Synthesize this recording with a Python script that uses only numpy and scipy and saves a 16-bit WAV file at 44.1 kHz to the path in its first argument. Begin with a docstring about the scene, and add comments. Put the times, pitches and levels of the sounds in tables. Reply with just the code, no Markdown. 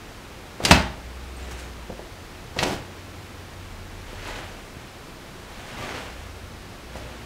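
"""Steady hiss and a faint low drone in a small, carpeted room. Close to the microphone, a long-handled
hammer is swung twice into a padded nylon jacket lying on the floor. Each swing pats the padding,
clacks on something hard, lands with a slap that sets the floor booming, and drags the cloth along;
the first overloads the microphone. Then a boot shuffles and pushes the jacket about: the weave rasps,
the lining hisses and the rubber sole squeaks once."""
import sys
import numpy as np
from scipy import signal
from scipy.fft import rfft, irfft, next_fast_len
from scipy.io import wavfile
from scipy.ndimage import uniform_filter1d

SR = 44100
rng = np.random.default_rng(int(sys.argv[2]) if len(sys.argv) > 2 else 0)


def inscribe(sig):
    """Save sig as 16-bit PCM at rate SR to the path in sys.argv[1].

    A 1-D sig is mono; a 2-D sig holds one channel per row.
    Samples are clipped to [-1, 1] before scaling.
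    """
    pcm = np.round(np.clip(np.atleast_2d(sig).T, -1, 1) * 32767)
    wavfile.write(sys.argv[1], SR, pcm.astype(np.int16))


N = 319725
TIME = np.arange(N) / SR

# spectrum of the steady hiss: f/Hz, relative level/dB
HISS_COLOUR = [(12, -31), (20, 0.5), (95, 0), (148, -4.5), (185, -4.5), (333, -7), (362, -4), (393, -8.5),
               (465, -8), (505, -9.5), (985, -12), (1130, -12.5), (2540, -16.5), (4950, -22.5),
               (15500, -36)]
# low tones in the building: centre t/s, half length/s, f/Hz, level/dB, pitch sag half a length away/Hz
DRONES = [(1.359, .58, 63.8, -37.5, 10.5), (3.4, 1.36, 90.37, -45, 0), (4.098, 0.55, 37.5, -42.5, 0),
          (6.25, .45, 59.6, -44.5, 0), (6.4, 0.56, 88, -48, 0), (7.048, 0.21, 61, -42, 0)]
# the small room's echoes by band: f/Hz, t60/s, level/dB
ROOM_BANDS = [(80, 0.56, -4.5), (250, 0.58, -6), (785, 0.48, -4), (2450, 0.43, -5), (5440, 0.33, -7),
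              (12000, 0.17, -22)]

# slow strokes of hammer or boot over the cloth:
# full speed t/s, attack/s, hold/s, release/s, level/dB, relative padding/dB, relative sheen/dB
RUBS = [(1.418, .25, .19, .13, -49, 0, -9), (4.27, .3, .09, .32, -38.3, -5, -15),
        (5.81, .42, .14, .36, -37, -2.5, -13.8), (6.97, .1, .04, 1.0, -46, 1, -15)]
# spectra of the rubbed weave, the padding and the lining's sheen: f/Hz, relative level/dB
WEAVE_COLOUR = [(250, -14), (600, 2), (1200, 0), (1700, 0), (2400, -1), (4000, -7.5), (6000, -15.5),
                (10000, -38)]
PADDING_COLOUR = [(50, -7), (110, 7.5), (160, -4), (240, 1), (500, 0.5), (900, -10), (3000, -43)]
SHEEN_COLOUR = [(2500, -17), (6500, -2), (9000, -6), (15000, -17)]
# folds of the lining slipping free: t/s, level/dB, release/s
SLIPS = [(1.515, -39, 0.051), (1.595, -42, .11), (4.275, -40.5, 0.046), (6.968, -45.5, .07)]
# the sole gripping nylon: f/Hz, relative level/dB, t60/s
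SQUEAK_MODES = [(1170, 3.5, 0.17), (2380, -6, .12)]
# faint tinks of the zip pull: t/s, level/dB, f/Hz, t60/s
ZIP_TINKS = [(1.3672, -43.5, 8300, .06), (1.426, -49, 7250, .16)]
# cloth dragged by the swinging head: grip t/s, hold/s, level/dB, level change while pulled/(dB/s)
DRAGS = [(.66, 0.089, -25.5, 38), (2.595, .14, -30, -3)]
# spectrum of nylon skidding on carpet: f/Hz, relative level/dB
DRAG_COLOUR = [(50, 0), (80, 6.5), (150, 5), (350, 6.5), (500, 0), (700, 1.5), (1400, -4), (2600, -7.5),
               (5500, -12), (8000, -17.5), (15000, -27)]

# soft contacts of hammer or boot with padding and carpet: t/s, level/dB, low-pass f/Hz, pitch ratio
PATS = [(0.6025, -25.5, 2400, 0.97), (0.6376, -21.5, 700, 0.89), (1.8992, -27, 800, 0.93),
        (1.925, -32, 700, 0.94), (1.9923, -26.5, 750, 0.83), (2.5636, -28, 3600, 1.12),
        (2.568, -27.5, 3000, 1.3), (2.588, -18, 170, 0.51), (2.633, -22.5, 700, 1.2),
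        (4.1296, -31.5, 500, 0.86), (4.766, -30, 260, 0.55), (6.9543, -30.5, 4000, 1.0)]
# spectrum of the noise in a soft contact: f/Hz, relative level/dB
PAT_COLOUR = [(40, -8), (85, 3), (150, -7), (300, 3), (650, 9), (3000, -16)]
# the heavily damped knock of carpet: f/Hz, relative level/dB, t60/s
KNOCK_MODES = [(221, -1, 0.032), (543, -1.5, 0.022), (750, -3, 0.018)]
# hard contacts of the head, as on a zip or stud: t/s, level/dB, pitch ratio, low-pass f/Hz
CLACKS = [(0.6378, -29, 0.74, 16000), (0.6505, -10.7, 1.0, 13000), (0.6548, -20.5, 0.94, 14000),
          (2.5886, -12.5, .93, 3500), (2.6072, -44, .93, 16000), (2.6112, -45, .93, 16000),
          (2.6323, -20.5, .93, 12000)]
# what the hard contacts ring with: f/Hz, relative level/dB, t60/s
CLACK_MODES = [(2070, -1.5, 0.073), (2500, -15, .06), (2830, -4, 0.06), (3160, -19, .045), (3520, -8, 0.04),
               (4270, -1, 0.034), (4670, -5, 0.046), (5880, -7.5, 0.058), (7950, -1.5, 0.022)]
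# the floor under the carpet: f/Hz, relative level/dB, t60/s
FLOOR_MODES = [(60.9, -10, 0.53), (78.6, -4, 0.38), (112.5, -14.5, 0.34), (150.5, -15, 0.39),
               (178, -8, 0.41), (203, -10.5, 0.43), (194, 0, 0.089), (247, -12.5, 0.41), (272, -15, 0.29),
               (324, -20, 0.2), (628, -21.5, 0.61), (679, -23, 0.16), (707, -30, .35), (800, -27, 0.75),
               (954, -24, .3), (960, -17, 0.26), (1493, -23, 0.31), (2100, -22, .25), (2600, -11, 0.27)]
# the head landing through the cloth, two contacts a swing: t/s, slap level/dB, slap t60/s, floor level/dB
BLOWS = [(0.7101, -1, 0.05, -7.5), (0.7178, -9.5, 0.034, -32), (2.6282, -17, .022, -40),
         (2.6326, -19.5, 0.039, -32)]
# spectrum of cloth slapped flat: f/Hz, relative level/dB
SLAP_COLOUR = [(40, -13), (200, 3), (400, -10), (700, 7), (950, 0), (1250, -2), (2000, -3), (2700, -3),
               (3600, -7.5), (5000, -8.5), (7500, -16), (11000, -23), (15500, -35)]
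# hollow thwack of head and wooden handle, deadened by the padding: f/Hz, relative level/dB, t60/s
HAMMER_MODES = [(860, 0, .024), (2850, -10, .015)]


def undb(db):
    """Decibels to gain."""
    return 10 ** (np.asarray(db) / 20)


def fade(t60):
    """One second of exponential decay."""
    return np.exp(-np.log(1000) * TIME[:SR] / t60)


def add(out, s, x):
    """Mix x into out from time s."""
    i = int(s * SR)
    out[i:i + len(x)] += x[:N - i]


def colour(x, points):
    """Filter x by a curve of (f/Hz, level/dB) points and scale it to rms 1."""
    hz, db = np.transpose(points)
    f = np.maximum(np.fft.rfftfreq(len(x), 1 / SR), 1)
    gain = undb(np.interp(np.log(f), np.log(hz), db))
    shaped = irfft(rfft(x) * gain, len(x))
    return shaped / np.sqrt(np.mean(shaped ** 2))


def soften(x, hz):
    """Low-pass: a softer contact holds less treble."""
    return signal.sosfilt(signal.butter(2, hz, fs=SR, output="sos"), x)


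def ring(modes, ratio=1):
    """Struck modes; neighbours start in opposite directions."""
    return sum((-1) ** k * undb(db) * fade(t60) * np.sin(2 * np.pi * hz * ratio * TIME[:SR])
               for k, (hz, db, t60) in enumerate(modes))


def burst(t60, smooth_bins=120, cut_s=.7):
    """Decaying noise whose energy is spread evenly over frequency."""
    spectrum = rfft(rng.standard_normal(SR) * fade(t60))
    power = uniform_filter1d(np.abs(spectrum) ** 2, smooth_bins)
    return irfft(spectrum / np.sqrt(power), SR) * (TIME[:SR] < cut_s)


def contact(t60, points):
    """The noise of one impact: a coloured burst that starts near rms 1."""
    decay_rms = np.sqrt(np.mean(fade(t60) ** 2))
    return colour(burst(t60), points) * decay_rms * (TIME[:SR] < 2 * t60)


def threads(points, per_s, spread_db):
    """Threads catch and slip: a dense, coloured train of tiny clicks of uneven size."""
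    count = next_fast_len(N)
    clicks = (rng.random(count) < per_s / SR) * rng.standard_normal(count)
    sizes = undb(spread_db * rng.standard_normal(count))
    return colour(clicks * sizes, points)[:N]


def stroke(s, attack_s, hold_s, release_s):
    """Gain of one movement: it rises until s, holds and dies away, 20 dB per attack or release time."""
    early, late = np.maximum(s - TIME, 0), np.maximum(TIME - s - hold_s, 0)
    return undb(np.maximum(-20 * (early / attack_s + late / release_s), -200))


def room_tone(hiss_db=-41, edge_db=-9.5, waver_db=1.0):
    """Steady hiss, and low tones in the building that swell, waver and fade."""
    out = undb(hiss_db) * colour(rng.standard_normal(next_fast_len(N)), HISS_COLOUR)[:N]
    for s, half_s, hz, db, sag_hz in DRONES:
        away = ((TIME - s) / half_s) ** 2  # 1 at half a length from the centre
        waver = np.interp(TIME, np.linspace(0, N / SR, 40), rng.standard_normal(40))
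        pitch_hz = hz - sag_hz * np.minimum(away, 2)
        tone = np.sqrt(2) * np.sin(2 * np.pi * np.cumsum(pitch_hz) / SR)
        out += tone * undb(db + edge_db * away + waver_db * waver)
    return out


def room_echoes(x, build_s=0.0055):
    """Diffuse echoes off the nearby walls build up within milliseconds; the treble dies first."""
    hz, t60, db = np.transpose(ROOM_BANDS)
    log_f = np.log(np.maximum(np.fft.rfftfreq(SR, 1 / SR), 1))
    tail = 0
    for share, band_t60, band_db in zip(np.eye(len(hz)), t60, db):
        echoes = burst(band_t60) * (1 - np.exp(-TIME[:SR] / build_s))
        echoes /= np.linalg.norm(echoes)
        band = np.sqrt(np.interp(log_f, np.log(hz), share))
        tail += undb(band_db) * irfft(rfft(echoes) * band, SR)
    return signal.fftconvolve(x, tail[:SR // 2])[:N]


def cloth_rubs(catch_db=1.2, catch_hz=45, padding_power=1.4, sheen_power=.75):
    """Slow strokes: the weave rasps, the padding murmurs, the lining hisses; folds catch and let go."""
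    weave = threads(WEAVE_COLOUR, per_s=7000, spread_db=1.5)
    padding = threads(PADDING_COLOUR, per_s=2300, spread_db=0)
    sheen = threads(SHEEN_COLOUR, per_s=5000, spread_db=1.5)
    folds = np.interp(TIME * catch_hz, np.arange(SR), rng.standard_normal(SR))
    out = np.zeros(N)
    for s, attack_s, hold_s, release_s, db, padding_db, sheen_db in RUBS:
        force = stroke(s, attack_s, hold_s, release_s)
        murmur = undb(padding_db) * force ** padding_power * padding  # needs weight
        hiss = undb(sheen_db) * force ** sheen_power * sheen  # sounds at a light touch
        out += undb(db) * (force * weave + murmur + hiss)
    return out * undb(catch_db * folds)


def fold_slips(attack_s=.02, sheen_db=-5.5):
    """A fold lets go at once and slides to rest with a brief, bright rustle."""
    weave = threads(WEAVE_COLOUR, per_s=5000, spread_db=3.5)
    sheen = threads(SHEEN_COLOUR, per_s=3000, spread_db=2)
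    slide = sum(undb(db) * stroke(s, attack_s, 0, release_s) for s, db, release_s in SLIPS)
    return slide * (weave + undb(sheen_db) * sheen)


def sole_squeak(s=5.815, gain_db=-33.5, build_s=0.011):
    """Rubber sticks and slips on nylon: a short tone that builds and dies."""
    out = np.zeros(N)
    onset = 1 - np.exp(-TIME[:SR] / build_s)
    add(out, s, undb(gain_db) * ring(SQUEAK_MODES) * onset)
    return out


def zip_tinks(pair_ratio=1.025):
    """A small metal tab rings with a close pair of modes."""
    out = np.zeros(N)
    for s, db, hz, t60 in ZIP_TINKS:
        add(out, s, ring([(hz, db, t60), (hz * pair_ratio, db - 4, t60 / 2)]))
    return out


def cloth_drags(attack_s=0.054, release_s=0.07):
    """Nylon skids fast over the carpet for as long as the hammer head pulls it."""
    pull = np.zeros(N)
    for s, hold_s, db, db_per_s in DRAGS:
        pulled_s = np.clip(TIME - s, 0, hold_s)
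        pull += stroke(s, attack_s, hold_s, release_s) * undb(db + db_per_s * pulled_s)
    return threads(DRAG_COLOUR, per_s=6000, spread_db=1.5) * pull


def knock(bright_hz, ratio, noise_db=-0.5, noise_t60=.055):
    """A light contact gives a dead knock, higher where the padding is pressed thin."""
    noise = undb(noise_db) * contact(noise_t60, PAT_COLOUR)
    return soften(noise + ring(KNOCK_MODES, ratio), bright_hz)


def head_skips(start_s=2.648, first_gap_s=.0105, gap_growth=1.47, gain_db=-17.5, loss_db=0.9):
    """After the second blow the dragged head bumps over five folds, ever slower and softer."""
    out, s = np.zeros(N), start_s
    for k in range(5):
        add(out, s, undb(gain_db - k * loss_db) * knock(bright_hz=475, ratio=1.49))
        s += first_gap_s * gap_growth ** k
    return out


def soft_pats():
    """Hammer and boot touch down on padding and carpet."""
    out = np.zeros(N)
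    for s, db, bright_hz, ratio in PATS:
        add(out, s, undb(db) * knock(bright_hz, ratio))
    return out


def hard_clacks(crack_t60=0.038, ring_db=-8):
    """The head meets something hard: a short crack and a few quickly damped modes."""
    out = np.zeros(N)
    for s, db, ratio, bright_hz in CLACKS:
        crack = contact(crack_t60, [(800, -7.5), (1800, 1), (5000, 3.5), (8500, -3.5), (15000, -20)])
        ringing = undb(ring_db) * ring(CLACK_MODES, ratio)
        add(out, s, undb(db) * soften(crack + ringing, bright_hz))
    return out


def floor_boom():
    """Every blow rings the same floor through the carpet."""
    out, boom = np.zeros(N), ring(FLOOR_MODES)
    for s, _, _, floor_db in BLOWS:
        add(out, s, undb(floor_db) * boom)
    return out


def hammer_blows():
    """Cloth slaps flat under the head, and the hammer rings briefly."""
    out, thwack = np.zeros(N), ring(HAMMER_MODES)
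    for s, slap_db, t60, _ in BLOWS:
        add(out, s, undb(slap_db) * (contact(t60, SLAP_COLOUR) + thwack))
    return out


def scene():
    """One microphone hears the contacts close up and off the walls; the boom fills the room by itself."""
    impacts = hammer_blows() + hard_clacks() + soft_pats() + head_skips() + zip_tinks()
    near = impacts + cloth_drags() + cloth_rubs() + fold_slips() + sole_squeak()
    return (near + room_echoes(near) + floor_boom() + room_tone())[None]


def record(dry, top_hz=15650):
    """The microphone overloads on the hardest blow; the highest treble is cut steeply."""
    clipped = np.clip(dry, -1, 1)
    return signal.sosfilt(signal.ellip(10, .2, 70, top_hz, fs=SR, output="sos"), clipped)


dry = scene()
out = record(dry)
inscribe(out)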